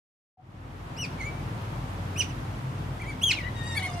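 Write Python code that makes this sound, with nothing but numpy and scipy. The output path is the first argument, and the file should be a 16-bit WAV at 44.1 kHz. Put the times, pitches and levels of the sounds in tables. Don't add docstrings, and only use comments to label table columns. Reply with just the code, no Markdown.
import sys
import numpy as np
from scipy import signal
from scipy.fft import rfft, irfft
from scipy.io import wavfile
from scipy.ndimage import uniform_filter1d

SR = 44100
rng = np.random.default_rng(int(sys.argv[2]) if len(sys.argv) > 2 else 0)


def wav_out(sig):
    wavfile.write(sys.argv[1], SR, np.round(np.clip(np.atleast_2d(sig).T, -1, 1) * 32767).astype(np.int16))


def rack_gain(trim_db):
    fader = np.asarray(trim_db, float)
    return 10 ** (fader / 20)


N = 176400
TIME_S = np.arange(N) / SR
BIN_HZ = np.maximum(np.arange(N // 2 + 1) * SR / N, 1)
FADE_START_S = 0.37


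def at_hz(points, hz):
    table_hz, value = np.array(points).T
    return np.interp(np.log(hz), np.log(table_hz), value)


def rms_one(x):
    return x / np.sqrt(np.mean(x ** 2) + 1e-20)


def drift(rate_hz, size):
    r = np.exp(-40 * np.pi * rate_hz / SR)
    white = rng.standard_normal(size // 20 + 3002)
    slow = signal.lfilter([1], [1, -2 * r, r * r], white)[3000:]
    slow = slow * np.sqrt((1 - r * r) ** 3 / (1 + r * r))
    return np.interp(np.arange(size) / 20, np.arange(len(slow)), slow)


def bandpass(x, low_hz, high_hz):
    return signal.sosfilt(signal.butter(2, [low_hz, high_hz], "band", fs=SR, output="sos"), x)


def highpass(x, order, low_hz):
    return signal.sosfilt(signal.butter(order, low_hz, "high", fs=SR, output="sos"), x)


def call(curve, harmonics_db, lag, pan_db, rough, half=0):
    # (frequency [Hz], gain [dB])
    throat = [(600, 0), (1500, -3), (2400, 1), (3300, 0), (4500, -1), (6000, 1), (9000, 0), (15000, -3)]
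    dull_db_per_db = 0.02
    fall_dull_db = -8.5
    shimmer_db, shimmer_hz, break_db = 1.2, 45, 11
    ear_db, ear_hz = 1.6, 30
    crack_per_s, crack_gain = 20, 0.3
    breath_db, breath_linger_s = -5, 0.015
    edge_s = 0.004

    s, hz, db, *mouth = np.transpose(curve)
    first, size = int(s[0] * SR), SR // 2
    t = (first + np.arange(size)) / SR
    pitch_hz = uniform_filter1d(np.interp(t, s, hz), size=200)
    effort_db = np.interp(t, s, db)
    mouth_db = np.interp(t, s, mouth[0]) if mouth else 0

    crack = np.clip(-np.gradient(np.log(pitch_hz)) * SR / crack_per_s, 0, 1) ** 2
    shake = rough + crack_gain * crack
    cycles = np.cumsum(pitch_hz * (1 + 0.0846 * shake * drift(214, size)))
    ear_lag = pitch_hz * lag * np.array([[-.5], [.5]])
    turn = 2 * np.pi * (cycles + ear_lag) / SR

    wave = 0
    for k, source_db in enumerate(harmonics_db, 1):
        level_db = source_db + at_hz(throat, k * pitch_hz) + mouth_db * (k > 1)
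        level_db = level_db + dull_db_per_db * np.log2(k) * (effort_db - db.max())
        level_db = level_db + fall_dull_db * np.sqrt(crack) * max(k - 2, 0)
        unsteady_db = shimmer_db * np.sqrt(k) + break_db * rough * np.log2(k)
        level_db = level_db + unsteady_db * drift(shimmer_hz, size)
        level_db = level_db + ear_db * np.sqrt(k) * drift(ear_hz, size) * [[1], [-1]]
        wave = wave + rack_gain(level_db) * (k * pitch_hz < 16000) * np.sin(k * turn + k * k)
    wave = wave * (1 + half * np.sin(turn / 2) + shake * drift(250, size))

    edge = np.clip(np.minimum(t - s[0], s[-1] - t) / edge_s, 0, 1)
    loud = edge * rack_gain(effort_db)
    white = rng.standard_normal((2, size))
    breath = bandpass(signal.lfilter([.5, .5], [1, -.75], white), 2500, 11000)
    keep = np.exp(-1 / (breath_linger_s * SR))
    puff = rack_gain(breath_db) * signal.lfilter([1 - keep], [1, -keep], np.sqrt(crack) * loud) * breath

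    out = np.zeros((2, N + SR))
    pan = rack_gain(pan_db * np.array([[.5], [-.5]]))
    out[:, first:first + size] = np.sqrt(2) * (wave * loud + puff) * pan
    return out[:, :N]


def otters():
    # (time [s], pitch [Hz], level [dB], mouth opening as overtone gain [dB])
    chirp_a = [(0.962, 2260, -52, -8), (0.978, 2715, -50.5, 3.5), (0.992, 2977, -41, -1),
               (1.02, 2885, -43, 9), (1.04, 2590, -35, -7.5), (1.052, 2300, -40, -0.5),
               (1.062, 1680, -60, 6), (1.071, 1450, -70, 4)]
    chirp_b = [(2.155, 2330, -64, -6), (2.162, 2440, -42, -11.5), (2.181, 2965, -42, -1),
               (2.193, 3020, -44.5, 10), (2.201, 3010, -32, 0.1), (2.208, 2890, -30, -3),
               (2.217, 2560, -31, -3), (2.228, 1930, -50.5, 7), (2.24, 1430, -60, 3)]
    chirp_c = [(3.213, 2540, -41, -8), (3.229, 3120, -39.5, 3), (3.24, 3350, -23.5, -4.5),
               (3.257, 3250, -34.5, -0.5), (3.284, 3155, -25.5, -6), (3.299, 2880, -36, -2),
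               (3.311, 2466, -23.5, -1), (3.321, 1900, -43.5, 19), (3.337, 1320, -46, 18)]
    whine = [(3.54, 943, -63, -4), (3.574, 942, -54.5, -1.5), (3.626, 922, -54.5, -1.5),
             (3.682, 952, -49, 0.1), (3.714, 933, -49.5, 0.5), (3.75, 919, -48.5, -1),
             (3.784, 836, -41, -9), (3.805, 744, -56, -6)]
    yelp_a = [(3.745, 1910, -46, 1), (3.762, 2177, -34.5, -1.5), (3.777, 2283, -27, -1.5),
              (3.79, 2177, -32, -3), (3.799, 1920, -44, 11), (3.808, 1710, -58, 3)]
    yelp_b = [(3.815, 1866, -54, 2), (3.83, 2110, -35.5, -2), (3.846, 2223, -28.5, -12),
              (3.862, 2127, -35, -3), (3.875, 1895, -46, 0.1), (3.886, 1710, -53, 0.1)]
    # (time [s], pitch [Hz], level [dB])
    waver_a = [(1.178, 1970, -62), (1.188, 2214, -47), (1.197, 2340, -48), (1.21, 2173, -31.5),
               (1.222, 2026, -38.5), (1.27, 2315, -42), (1.294, 2272, -44.5), (1.314, 2306, -63),
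               (1.41, 2290, -60)]
    waver_b = [(2.998, 1956, -32), (3.006, 2197, -50), (3.018, 2380, -40), (3.046, 1901, -49.5),
               (3.076, 2279, -47), (3.098, 2332, -40), (3.114, 2174, -38.5), (3.13, 1680, -71)]
    mew = [(3.33, 1444, -39), (3.358, 1345, -37), (3.39, 1094, -39), (3.4, 994, -49), (3.43, 940, -46.5),
           (3.472, 995, -41), (3.505, 971, -54)]
    moan = [(3.79, 787, -42), (3.794, 756, -45.5), (3.882, 731, -45.5), (3.91, 707.6, -46.5),
            (4.0, 694, -43)]
    grunt = [(3.882, 1233, -57), (3.892, 1235, -42), (3.91, 1130, -43), (3.928, 1087, -56)]
    mutter = [(3.94, 1010, -60), (3.952, 997, -48), (3.975, 997, -56), (4.0, 925, -54)]
    coo = [(0.37, 745, -61), (0.38, 743, -59), (0.4, 743, -50.5), (0.425, 750, -57), (0.46, 742, -74)]
    chirp_a_db = [0.5, -1.5, -14, -22, -40]
    chirp_b_db = [2.5, 0, -8.5, -11, -24]
    chirp_c_db = [4, -6.5, -10.5, -15, -42]
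    waver_db = [0, -22, -20, -21, -34]
    mew_db = [-25, 0, -16, -22, -26]
    whine_db = [-3.5, 8, -5, 4, -7, -7.5, -12.5, -9, -9, -19, -13, -23]
    moan_db = [3.5, -14, -10.5, -12.5, -11.5, -17.5, -17.5, -22, -21.5, -28, -22, -20.5, -22.5]
    yelp_db = [-0.5, -8, -21, -13, -18, -31]
    pure_db = waver_db[:1]
    return sum([
        call(chirp_a, chirp_a_db, lag=0.41, pan_db=1, rough=0.03),
        call(waver_a, waver_db, lag=1.6, pan_db=0.089, rough=0.059),
        call(chirp_b, chirp_b_db, lag=1, pan_db=-2.5, rough=0.12),
        call(waver_b, waver_db, lag=0.68, pan_db=0.96, rough=0.11),
        call(chirp_c, chirp_c_db, lag=1, pan_db=-0.13, rough=0.082),
        call(mew, mew_db, lag=-0.5, pan_db=2.6, rough=0.22),
        call(whine, whine_db, lag=1.8, pan_db=3.2, rough=0.023),
        call(moan, moan_db, lag=-2.1, pan_db=0.11, rough=0.096),
        call(yelp_a, yelp_db, lag=-1.5, pan_db=0.86, rough=0.11),
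        call(yelp_b, yelp_db, lag=-2.4, pan_db=-1.3, rough=0.15, half=0.29),
        call(grunt, waver_db, lag=1.2, pan_db=0.1, rough=0.1),
        call(mutter, pure_db, lag=1.2, pan_db=0.12, rough=0.13),
        call(coo, pure_db, lag=1.4, pan_db=0.1, rough=0.061),
    ])


def pen(x):
    # (left delay [s], right delay [s], level [dB])
    bounces = [
        (.0021, 0.0024, -14),
        (.0074, .0061, -12),
        (.0135, .0152, -11),
        (.098, .101, -23.5),
    ]
    t60_s, tail_db, first_s, wall_cut_hz = 0.27, -11, 0.006, 7000
    t = np.arange(SR // 2) / SR
    density = .02 + .5 * t
    struck = (rng.random((2, len(t))) < density) * (t > first_s)
    hits = rng.standard_normal((2, len(t))) * struck
    tail = hits * rack_gain(-60 * t / t60_s) / np.sqrt(density)
    tail = rack_gain(tail_db) * tail / np.sqrt(np.sum(tail ** 2) / 2)
    for left_s, right_s, db in bounces:
        delay = np.array([[int(left_s * SR)], [int(right_s * SR)]])
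        tail = tail + rack_gain(db) * (np.arange(len(t)) == delay)
    tail = signal.lfilter(*signal.butter(1, wall_cut_hz, fs=SR), tail)
    return signal.fftconvolve(x, tail, axes=1)[:, :N]


def tick():
    start_s, level_db, decay_s, low_hz = 1.62, -52, 0.005, 5000
    t = TIME_S - start_s
    burst = rng.standard_normal((2, N)) * (t > 0) * np.exp(-np.maximum(t, 0) / decay_s)
    return rack_gain(level_db) * highpass(burst + 1e-18, 2, low_hz)


def rustle():
    start_s, end_s, level_db = 2.7, 3.75, -61
    progress = np.clip((TIME_S - start_s) / (end_s - start_s), 0, 1)
    swell = np.abs(np.sin(np.pi * progress) ** .5)
    return rack_gain(level_db) * swell * rms_one(bandpass(rng.standard_normal((2, N)), 3100, 3450))


def engine():
    # (multiple of firing rate, level [dB rms])
    orders = [(3, -56), (5, -44), (6, -43.5), (7, -46), (8, -49.5), (9, -54), (14, -55.5), (17, -58)]
    firing_hz, wander, order_wander_db = 18.55, 0.0058, 4
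    turn = 2 * np.pi * np.cumsum(firing_hz * (1 + wander * drift(2.42, N))) / SR
    out = 0
    for k, db in orders:
        level = rack_gain(db + order_wander_db * drift(2.9, N))
        out = out + level * np.sin(int(round(k)) * turn + rng.uniform(0, 2 * np.pi))
    return np.sqrt(2) * out


def hum():
    # (frequency [Hz], level [dB rms])
    tones = [
        (50.3, -48),
        (52.1, -50),
    ]
    in_step_s = 1.865
    return np.sqrt(2) * sum(rack_gain(db) * np.sin(2 * np.pi * hz * (TIME_S - in_step_s)) for hz, db in tones)


def banded_noise(spectrum, patchy_db):
    # (frequency [Hz], left-right likeness [-1 to 1])
    likeness = [(60, 0.9), (150, 0.96), (380, 0.81), (950, -0.31), (2380, 0.004), (5980, 0.11),
                (15000, 0.0011)]
    low_hz, high_hz = spectrum[0][0], spectrum[-1][0]
    together = drift(0.37, N)
    white = rfft(rng.standard_normal((2, N))) * rack_gain(at_hz(spectrum, BIN_HZ))
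    white = white * (BIN_HZ > low_hz) * (BIN_HZ < high_hz)
    alike = np.clip(at_hz(likeness, BIN_HZ), -1, 1)
    pair = np.sqrt(1 + alike) * white[0] + np.sqrt(1 - alike) * white[1] * [[1], [-1]]
    out = 0
    for centre in np.arange(np.log2(low_hz), np.log2(high_hz) + .5, .5):
        share = np.cos(np.pi * np.clip(np.log2(BIN_HZ) - centre, -.5, .5)) ** 2
        flicker_db = patchy_db * (1.9 * together + drift(11.0, N))
        out = out + irfft(pair * share, N) * rack_gain(flicker_db)
    return rms_one(out)


def traffic():
    # (frequency [Hz], density [dB per Hz])
    spectrum = [(13, -52), (22, -46), (38, -14), (65, -9.5), (103, -6.5), (120, -5.5), (188, -8),
                (265, -14.5), (400, -27.5), (520, -23.5), (880, -120)]
    return rack_gain(-40) * banded_noise(spectrum, patchy_db=-0.5)


def air():
    # (frequency [Hz], density [dB per Hz])
    spectrum = [(180, -24.5), (300, -6), (461, -9.5), (970, -6.5), (1480, -13), (3300, -22), (4000, -25.5),
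                (9800, -36.5), (11600, -35.5), (15700, -49)]
    treble_hz, fade_s, fade_power = 3000, 1.8, 0.18
    hiss = rack_gain(-41.5) * banded_noise(spectrum, patchy_db=0.5)
    treble = highpass(hiss, 1, treble_hz)
    arrived = np.clip((TIME_S - FADE_START_S) / fade_s, 0, 1) ** fade_power
    return hiss - treble * (1 - arrived)


def scene():
    fade_s, low_power, air_power = 0.78, 0.84, 0.91
    voices = otters()
    fade = np.clip((TIME_S - FADE_START_S) / fade_s, 0, 1)
    low = traffic() + engine() + hum()
    background = fade ** low_power * low + fade ** air_power * air()
    return voices + pen(voices) + background + tick() + rustle()


def top_cut(x):
    return signal.sosfilt(signal.butter(12, 15710, fs=SR, output="sos"), x)


def record(dry):
    # (frequency [Hz], left-right [dB])
    shade_db = [(60, 1.5), (240, 0.5), (950, 0.5), (3770, 0.5), (15000, -7.5)]
    edge_s = 0.004
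    shade = rack_gain(at_hz(shade_db, BIN_HZ) * np.array([[.5], [-.5]]))
    start = np.clip((TIME_S - FADE_START_S) / edge_s, 0, 1)
    mix = irfft(rfft(dry) * shade, N) * start
    return top_cut(mix)


dry = scene()
out = record(dry)
wav_out(out)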